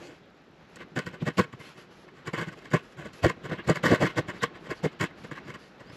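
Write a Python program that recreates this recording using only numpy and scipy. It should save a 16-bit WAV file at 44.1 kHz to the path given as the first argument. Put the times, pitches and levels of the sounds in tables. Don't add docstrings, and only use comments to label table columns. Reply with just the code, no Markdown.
import sys
import numpy as np
from scipy import signal
from scipy.fft import rfft, irfft, next_fast_len
from scipy.io import wavfile
from scipy.ndimage import uniform_filter1d, map_coordinates

SR = 44100
rng = np.random.default_rng(int(sys.argv[2]) if len(sys.argv) > 2 else 0)


def output_pcm(signal):
    pcm = np.clip(np.atleast_2d(signal).T, -1, 1) * 32767
    wavfile.write(sys.argv[1], SR, np.round(pcm).astype(np.int16))


def elevation(decibels):
    levels = np.asarray(decibels, float)
    return 10 ** (levels / 20)


N = 262836
LEAD_S = .07
PUSH = 8192
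PUSH_HZ = np.fft.rfftfreq(PUSH, 1 / SR)


def unit(x):
    return x / np.sqrt(np.mean(np.abs(x) ** 2) + 1e-20)


def along(points, hz):
    f, value = np.transpose(points)
    return np.interp(np.log(hz + 1), np.log(f + 1), value)


def wobble(rate):
    knots = rng.standard_normal(int(N * rate / SR) + 4)
    return map_coordinates(knots, [np.arange(N) * rate / SR])


def filtered(x, response):
    m = next_fast_len(x.shape[-1] + SR // 2)
    y = irfft(rfft(x, m) * response(np.fft.rfftfreq(m, 1 / SR)), m)
    return y[..., :x.shape[-1]]


def patchy(spectrum, patchy_db):
    z = signal.stft(rng.standard_normal(N), nperseg=512)[2]
    field = uniform_filter1d(rng.standard_normal(z.shape), 6, 0)
    field = uniform_filter1d(field, 6, 1)
    noise = signal.istft(z * elevation(patchy_db * unit(field)), nperseg=512)[1][:N]
    return unit(filtered(noise, lambda hz: elevation(along(spectrum, hz))))


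# pitch_hz, level_db (per Hz)
RUB = [(18, -33), (35, 5.5), (119, -8), (165, -0.5), (284, -5), (362, -2.5), (448, -5), (900, -17),
       (1170, -70), (1980, -120)]
CLOTH = [(350, -5.5), (600, 0.5), (1090, 1.5), (1300, 3), (2190, -2.5), (4000, -9.5), (5500, -20),
         (8800, -49)]
HISS = [(1760, -12.5), (3000, -8.5), (3150, -12.5), (5290, -13), (7500, -21), (9750, -61), (16500, -120)]
FIZZ = [(4000, -20), (6500, -11.5), (8000, -8), (8800, 4), (10000, 3), (11300, 9.5), (12600, -20),
        (13300, -8)]
# time_s, level_db
MOVEMENT = [(0.0, -54.5), (0.16, -61.5), (0.45, -61.5), (1.03, -58.5), (1.18, -58), (1.78, -61.5),
            (2.09, -59), (2.51, -56.5), (2.82, -60.5), (3.3, -58), (3.49, -55.5), (3.9, -54.5),
            (4.23, -51.5), (4.4, -55), (5.16, -57), (5.43, -53.5), (5.66, -60), (5.96, -56.5)]
# start_s, length_s, hiss_level_db
SWISHES = [(-.05, 0.24, -64), (0.683, 0.098, -69), (1.0, 0.11, -71), (1.328, 0.056, -65),
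           (1.593, 0.16, -59.5), (1.77, .08, -58.5), (1.903, 0.17, -65.5), (2.3, 0.36, -70),
           (2.824, 0.14, -65), (3.126, .1, -59), (3.396, .06, -77), (3.644, 0.073, -64), (4.077, 0.06, -76),
           (4.347, 0.065, -62), (4.598, .08, -66), (4.747, 0.066, -58), (5.17, 0.14, -63),
           (5.582, .13, -65), (5.918, 0.12, -58)]


def rustle():
    calm_db, edge_s, fade_s = -58, 0.018, 0.064
    t = np.arange(N) / SR
    cloth_db = np.interp(t, *np.transpose(MOVEMENT))
    busy_db = cloth_db - calm_db
    swish = np.zeros(N)
    for s, length, db in SWISHES:
        opening = np.minimum((t - s) / edge_s, (s + length - t) / fade_s)
        swish += elevation(db) * np.clip(opening + .5, 0, 1) ** 2
    shared, treble = wobble(21.3), wobble(21.92)
    rub_gain = elevation(calm_db + 5 + busy_db + 0.41 * shared)
    cloth_gain = np.hypot(elevation(cloth_db), elevation(-1) * swish) * elevation(1.1 * shared)
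    hiss_gain = np.hypot(elevation(calm_db - 13 + 0.21 * busy_db), swish) * elevation(.9 * shared + .8 * treble)
    fizz_gain = np.hypot(elevation(calm_db - 30 + 0.32 * busy_db), elevation(-8.5) * swish)
    fizz_gain = fizz_gain * elevation(.9 * shared + 2.5 * treble)
    low = rub_gain * patchy(RUB, patchy_db=-2.5) + cloth_gain * patchy(CLOTH, patchy_db=.6)
    high = hiss_gain * patchy(HISS, patchy_db=.7) + fizz_gain * patchy(FIZZ, patchy_db=.8)
    return low + high


# pitch_hz, level_db (per Hz)
HUSH = [(5000, -30), (7500, -3), (9000, 0), (12400, -2), (13000, -30)]


def hush():
    return elevation(-89) * patchy(HUSH, patchy_db=0)


def ringing(modes, hz, scatter_db):
    luck = elevation(scatter_db * rng.standard_normal(len(modes)))
    answer = 0
    for k, (centre, width, db) in enumerate(modes):
        resonance = 1j * hz * width / (centre * centre - hz * hz + 1j * hz * width)
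        answer = answer + (-1) ** k * luck[k] * elevation(db) * resonance
    return unit(answer)


def diffuse(modes, hz, scatter_db):
    luck = elevation(scatter_db * rng.standard_normal(len(modes)))
    power = 0
    for k, (centre, width, db) in enumerate(modes):
        detuning = (centre * centre - hz * hz) ** 2 + (hz * width) ** 2
        power = power + (luck[k] * elevation(db) * hz * width) ** 2 / detuning
    cepstrum = irfft(np.log(power + 1e-9) / 2)
    cepstrum[1:len(hz) - 1] *= 2
    cepstrum[len(hz):] = 0
    return unit(np.exp(rfft(cepstrum)))


def teeth(rate, uneven_db, tearing):
    catches = (rng.random(PUSH) < rate / SR) * elevation(uneven_db * rng.standard_normal(PUSH))
    catches = unit(catches - catches.mean())
    share = np.clip(tearing, 0, 1)
    return np.sqrt(1 - share) * catches + np.sqrt(share) * rng.standard_normal(PUSH)


# pitch_hz, width_hz, level_db
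MOULDING = [(920, 50, -9), (1050, 90, 0), (1180, 100, -3), (1330, 120, -9), (1510, 100, 0), (1690, 90, -1),
            (1885, 90, -1), (2085, 90, -2), (2250, 110, -6)]
TIP = [(2580, 230, 11.5), (2990, 82, 10), (3190, 250, -1.5), (3230, 326, 4.5), (4020, 550, -2)]
BLADE = [(4300, 113, 6), (4650, 103, 6), (5290, 68, -0.5), (5970, 340, -8), (6950, 340, -1),
         (8070, 120, -5.5), (10400, 8500, -30), (11360, 410, -10.5)]
BOARD = [(285, 50, -4), (338, 50, 1), (410, 60, -5), (478, 45, -1), (610, 45, -5), (740, 110, -13)]
BENCH = [(86, 150, -6), (162.9, 49.6, 7), (219, 290, -19.5)]


def burst(rise, fall, grain, *bodies):
    sound = 0
    for modes, db, scatter_db, focus in bodies:
        steel = modes is BLADE
        t = np.arange(PUSH) / SR - LEAD_S + steel * min(.0005, rise / 2)
        span = np.where(t < 0, rise, fall * .75 ** steel)
        reach = np.abs(t) / np.maximum(span, .002)
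        pressure = elevation(focus * -10 * reach ** np.where(t < 0, 2.7, 1.4))
        work = np.sqrt(np.mean(pressure ** 2))
        answer_of = diffuse if steel or modes is TIP else ringing
        answer = answer_of(modes, PUSH_HZ, scatter_db)
        sound = sound + elevation(db) * work * unit(irfft(rfft(pressure * grain) * answer, PUSH))
    return sound


def fine_teeth(tearing=.42):
    return teeth(600, 3, tearing)


def add(out, s, sound):
    start = round((s - LEAD_S) * SR)
    out[start:start + len(sound)] += sound


# strongest_s, moulding_db, thud_above_it_db, rise_s, fall_s
BITES = [(0.768, -47, -6, 0.0098, 0.0065), (0.966, -33, 0.5, 0.0079, 0.042),
         (0.991, -29.5, -1.5, 0.0035, 0.0056), (1.068, -38.5, -4, 0.0081, 0.024),
         (1.144, -46.5, -0.5, 0.017, 0.026), (1.284, -32.5, 2.5, 0.025, 0.013),
         (1.395, -23, 0.5, 0.018, 0.02), (1.445, -43.5, -4, 0.031, 0.0065),
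         (2.281, -37, -1.5, 0.02, .016), (2.335, -34, -0.5, 0.0029, 0.04),
         (2.391, -32, -4, 0.017, 0.013), (2.416, -34.5, -1.5, .015, 0.026),
         (2.486, -43, -1, 0.022, 0.017), (2.536, -48, -3.5, .022, 0.005),
         (2.66, -48.5, -7, 0.02, 0.028), (2.722, -39.5, -3, 0.012, 0.0064),
         (2.738, -27, 1.5, 0.0073, 0.032), (2.992, -47, 2, 0.02, 0.084),
         (3.059, -45, 3.5, 0.012, 0.026), (3.253, -25.5, 6.5, 0.02, 0.023),
         (3.301, -31, -7, 0.024, 0.015), (1.533, -46, -5.5, 0.0094, 0.013),
         (0.11, -56.5, 7.5, 0.033, 0.049),
         (3.46, -41.5, 2, 0.023, 0.013), (3.7, -28, 7, 0.022, 0.024), (3.767, -33, -6.5, 0.02, 0.016),
              (3.839, -30.5, 7, 0.0071, 0.0087), (3.862, -24, -1, 0.022, 0.045),
              (3.919, -27.5, 8.5, 0.019, 0.04), (3.956, -29.5, -7, 0.026, 0.0093),
              (4.031, -29, 6.5, 0.027, 0.039), (4.074, -32, -5, 0.052, 0.0062),
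              (4.182, -29.5, -1.5, 0.017, 0.018), (4.3, -36, -3, 0.021, 0.015),
              (4.436, -24.5, -2.5, 0.013, 0.014), (4.451, -57, -24, .03, 0.016),
              (4.67, -49, 2, 0.031, 0.02), (4.715, -35.5, 1.5, 0.021, 0.019),
              (4.853, -36, 8.5, 0.019, 0.024), (5.017, -30, -1.5, 0.017, 0.024),
              (5.042, -32, -1, 0.03, 0.017), (5.247, -45.5, 0, 0.0097, 0.012),
              (5.315, -42, 1, 0.0055, 0.024), (5.503, -45, -2.5, 0.04, 0.023),
              (5.556, -43, -4.5, 0.021, 0.0094), (5.811, -50.5, 0, 0.014, 0.013)]
# strongest_s, moulding_db, thud_above_it_db, rise_s, fall_s
BLUNT = [(0.822, -45.5, -5, 0.031, 0.013), (1.3, -45.5, 1, 0.016, 0.02), (2.09, -52, -4.5, 0.015, 0.0056),
         (3.373, -62, 14, 0.0091, 0.012), (3.524, -36.5, 5.5, 0.011, 0.027), (4.1, -41, -11, 0.013, 0.015),
         (3.5, -42, 3, 0.0082, 0.011), (6.1, -63.5, 20, 0.012, 0.017), (3.5, -52, -3, 0.07, 0.013),
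         (5.377, -44, -18, 0.029, 0.018), (2.739, -35.5, 14, 0.0015, 0.0055),
         (4.2, -45, 12.5, 0.036, 0.0032), (4.419, -43, -14, 0.012, 0.0069),
         (0.07, -67.5, 17.5, 0.17, 0.037), (5.9, -50.5, 4.5, 0.004, 0.0039)]
# strongest_s, moulding_db, brightness_db, half_length_s
BRUSHES = [(0.07, -61.5, 18, 0.056), (1.61, -48.5, -6, 0.019), (1.67, -56.5, 0, 0.061),
           (1.793, -56.5, 5, 0.047), (2.185, -58.5, 2, 0.045), (2.588, -58.5, 11, 0.024),
           (2.624, -53, -5, 0.0085), (2.858, -60, 0, 0.018), (2.884, -77, 14, .015),
           (2.927, -57.5, 6, 0.0088), (3.139, -58.5, 13, 0.011), (3.153, -57, 2, 0.014),
           (3.21, -75, 20, .02), (3.648, -51, -11, 0.0085), (3.984, -42, -13, 0.012),
           (4.344, -50.5, -1, 0.014), (4.371, -52.5, 0, 0.016), (4.563, -50, -1, 0.017),
           (4.791, -59, 4, 0.025), (4.929, -63, 13, 0.013), (5.108, -52, -16, 0.0082),
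           (5.183, -58, -3, 0.022), (5.652, -61.5, 0, 0.038), (5.901, -58.5, 1, 0.065),
           (4.443, -47, -9, 0.033), (3.593, -40, -19, 0.015), (5.628, -64, 6, 0.025),
           (5.364, -59, 3, 0.005)]
# from_s, bench_db
GRIP = [
    (0, -18),
    (.7, 3),
    (2.2, 3),
    (3.2, 2.5),
    (3.8, -1.5),
    (4.4, -3),
    (4.8, 4),
]


def strokes():
    rows = [(*row, 0, 0) for row in BITES]
    rows += [(*row, 0, -43) for row in BLUNT]
    rows += [(s, db, -2, half, half, 0.73 * bright, bright) for s, db, bright, half in BRUSHES]
    out = np.zeros(N + SR)
    for s, db, thud_db, rise, fall, tip_db, blade_db in rows:
        grip_db = [g for start, g in GRIP if start <= s][-1]
        force_db = max(db, -50) + 33.5
        tip_level = db - 11 + tip_db - 0.096 * force_db
        blade_level = db - 15.5 + blade_db - 0.01 * force_db
        add(out, s, burst(rise, fall, fine_teeth(), (MOULDING, db, 1.2, 1.1),
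                          (TIP, tip_level, 2.2, .65), (BLADE, blade_level, 2.2, 1.4)))
        board_level = db + thud_db
        thud_grain = teeth(400, 2.9, 0.67)
        add(out, s, burst(1.043 * rise, 0.55 * fall, thud_grain, (BOARD, board_level, 1.2, 1.1),
                          (BENCH, board_level - 2 + grip_db, 2.2, .9)))
    return out[:N]


# strongest_s, level_db, half_length_s, pitch_hz, width_hz
SIGHS = [(.03, -64, .03, 6300, 1200), (.065, -64, .02, 5800, 1500), (.25, -66, .03, 3300, 1200),
         (.82, -54, .025, 2200, 1500), (1.21, -47, .03, 330, 90), (1.215, -48, .015, 2600, 1800),
         (1.61, -65, .02, 4700, 250), (1.67, -64, .04, 4150, 300), (1.79, -63, .02, 3100, 300),
         (2.07, -59, .04, 450, 400), (3.03, -55, .04, 2500, 1500), (3.6, -46, .025, 2800, 800),
         (3.65, -58, .015, 4200, 400), (4.395, -60, .012, 4600, 300), (4.418, -46, .014, 3600, 500),
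         (4.455, -46, .02, 3400, 700), (4.555, -57, .02, 2200, 1200), (4.785, -58, .02, 4500, 600),
         (4.88, -50, .015, 3000, 1500), (5.065, -48, .015, 3000, 1500), (5.2, -67, .05, 4400, 700),
         (5.47, -66, .035, 4600, 600), (5.65, -65, .07, 4500, 800), (5.93, -67, .03, 4500, 500),
         (5.945, -63, .02, 3400, 400)]


def sighs():
    out = np.zeros(N + SR)
    for s, db, half, centre_hz, width_hz in SIGHS:
        band = [(centre_hz, width_hz, 0)]
        sound = burst(half, half, fine_teeth(tearing=1), (band, db, 0, 1))
        sound = irfft(rfft(sound) / (1 + ((PUSH_HZ - centre_hz) / width_hz) ** 2))
        start = round((s - LEAD_S) * SR)
        out[max(0, start):][:len(sound)] += np.roll(sound, min(0, start))
    return out[:N]


# time_s, peak_db
SNAGS = [(0.7597, -36), (0.9617, -53), (0.991, -25.5), (1.0665, -34), (1.2792, -33), (1.3816, -22.5),
         (2.2745, -32), (2.3331, -54), (2.7063, -42), (2.735, -45), (3.1345, -39), (3.24, -38),
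         (3.5184, -62), (3.6772, -30.5), (3.699, -21), (3.7583, -31), (3.84, -33), (4.0173, -44),
         (4.1794, -26.5), (4.4346, -21), (4.7002, -54), (4.711, -33.5), (4.8389, -35), (5.013, -23.5)]


def snags():
    out, length_s = np.zeros(N + SR), 0.00053
    for s, db in SNAGS:
        add(out, s, burst(length_s, length_s, teeth(3300, 1.9, 1.0),
                          (BLADE, db - 11, 2.2, 1), (TIP, db - 16, 2.2, 1)))
    return out[:N]


# time_s, board_peak_db, moulding_db
JOLTS = [(0.76, -44, -48), (0.806, -33, -38), (0.962, -20.5, -22), (0.971, -23, -36), (0.979, -28, -39),
         (0.991, -23, -40), (1.065, -29, -36), (1.222, -21, -29), (1.275, -20, -29), (1.386, -8.5, -29),
         (1.392, -13, -27), (1.402, -17, -23), (2.274, -30, -30), (2.335, -27, -32), (2.375, -22, -29),
         (2.423, -28, -37), (2.735, -11, -11), (2.743, -15.5, -29), (3.057, -30, -43), (3.237, -17, -19),
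         (3.244, -6.5, -16), (3.253, -8, -23), (3.261, -15, -22), (3.296, -25, -31), (3.511, -20.5, -21),
         (3.691, -13, -34), (3.691, -12.5, -29), (3.753, -28, -36), (3.841, -15.5, -18), (3.86, -16, -25),
         (3.916, -22, -27), (3.917, -9, -27), (3.927, -11, -25), (3.934, -8.5, -25), (4.011, -24, -29),
         (4.018, -8.5, -18), (4.029, -14.5, -21), (4.045, -17, -17), (4.174, -14, -21), (4.189, -18, -35),
         (4.286, -23, -32), (4.435, -18.5, -25), (4.436, -17.5, -11), (4.448, -40, -30), (4.71, -22.5, -25),
         (4.84, -13.5, -29), (4.857, -13, -29), (5.008, -26, -20), (5.035, -22, -23), (5.245, -32, -41),
         (5.312, -26, -21.5), (5.376, -39, -21.5)]


def jolts():
    out = np.zeros(N + SR)
    softness = (1 + 1j * PUSH_HZ / 2000) ** 4
    for s, db, ring_db in JOLTS:
        for modes, level_db in [(BOARD, db), (BENCH, db - 7.5), (MOULDING, ring_db + 2)]:
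            blow = irfft(ringing(modes, PUSH_HZ, scatter_db=3) / softness)
            add(out, s + LEAD_S, elevation(level_db - 9.5) * blow / np.abs(blow).max())
    return out[:N]


# time_s, level_db, half_length_s
KNOCKS = [
    (1.072, -42.5, 0.025),
    (1.227, -27.5, 0.012),
    (1.538, -37, 0.0047),
    (2.479, -38.5, 0.013),
    (4.189, -26, 0.0098),
    (4.555, -54, 0.017),
]


def knocks():
    out = np.zeros(N + SR)
    for s, db, half in KNOCKS:
        add(out, s, burst(half, half, teeth(560, 1.5, 0.76), (BENCH, db, 2.2, .9)))
    return out[:N]


# time_s, level_db, half_length_s
CHATTER = [
    (4.1, -50, .032),
    (1.66, -56.5, 0.065),
    (3.2, -57, 0.014),
]


def chatter():
    out = np.zeros(N + SR)
    for s, db, half in CHATTER:
        add(out, s, burst(half, half, fine_teeth(), (TIP, db, 2.2, 1)))
    return out[:N]


# start_s, length_s, from_pitch_hz, to_pitch_hz, level_db
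SQUEAKS = [
    (5.85, .08, 4550, 5150, -66),
    (5.885, .04, 5100, 5300, -62),
    (5.44, .035, 6850, 6900, -73),
    (5.44, .045, 5300, 5350, -68),
    (1.6, .13, 2050, 2350, -60),
    (1.64, .06, 4150, 4250, -62),
    (3.58, .05, 2800, 2950, -56),
]


def squeaks():
    out, t = np.zeros(N), np.arange(N) / SR
    hoarse, drift = 1.1 + .6 * wobble(160), 1 + .008 * wobble(150)
    for s, length, from_hz, to_hz, db in SQUEAKS:
        u = np.clip((t - s) / length, 0, 1)
        pitch = (from_hz + (to_hz - from_hz) * u) * drift
        out += elevation(db) * np.sin(np.pi * u) * np.sin(2 * np.pi * np.cumsum(pitch) / SR)
    return out * hoarse


# pitch_hz, time_to_fall_60_db_s
SHOP = [(150, 0.089), (1500, 0.28), (8000, 0.12)]


def shop(x):
    hz, t, z = signal.stft(rng.standard_normal(SR // 3), SR, nperseg=256)
    fading = elevation(-60 * t / along(SHOP, hz)[:, None])
    tail = signal.istft(z * fading, SR, nperseg=256)[1]
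    late = np.pad(x, (300, 0))
    return signal.fftconvolve(late, tail / np.linalg.norm(tail))[:N]


# pitch_hz, level_db
MICROPHONE = [(20, -26), (60, -8), (120, 1.5), (8000, 0), (8350, -1), (8750, -13), (8960, -13), (9050, -36),
              (9150, -34), (9260, -8), (12600, -4), (13000, -24), (14300, -50)]


def scene():
    cut = strokes() + snags() + knocks() + chatter()
    air = rustle() + hush() + cut + elevation(-23.5) * shop(cut) + sighs() + jolts() + squeaks()
    heard = filtered(air, lambda hz: elevation(along(MICROPHONE, hz)))
    return np.array([heard, heard])


def roll_off(x):
    return signal.sosfilt(signal.butter(12, 14140, fs=SR, output="sos"), x)


# pitch_hz, side_under_middle_db
UNLIKE = [(400, -70), (800, -47), (2500, -33.5), (6000, -15.5), (10500, -11), (12000, -6), (13500, 2)]


def record(dry):
    frame, first = 1024, 103
    mid = dry[0]
    treble = filtered(mid, lambda hz: hz > 3000)
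    loud = np.sqrt(np.abs(uniform_filter1d(treble ** 2, frame)))[first::frame]
    ticks = np.zeros(N)
    uneven = elevation(2.5 * rng.standard_normal(len(loud)))
    ticks[first::frame] = elevation(-36) * uneven * loud ** 0.5
    tick = filtered(ticks, lambda hz: 10 * np.exp(-((hz - 11350) / np.where(hz < 11350, 600, 1000)) ** 2))
    middle = mid + tick
    hz, _, z = signal.stft(middle, SR, nperseg=frame)
    patches = uniform_filter1d(rng.standard_normal(z.shape), size=40, axis=0)
    patches = uniform_filter1d(patches, size=3, axis=1)
    kept = (unit(patches) > .45) | (hz[:, None] > 11000)
    random_phase = np.exp(2j * np.pi * rng.random(z.shape))
    z = z * kept * elevation(along(UNLIKE, hz))[:, None] * random_phase
    side = signal.istft(z, SR, nperseg=frame)[1][:N]
    return roll_off(np.array([middle + side, middle - side]))


dry = scene()
out = record(dry)
output_pcm(out)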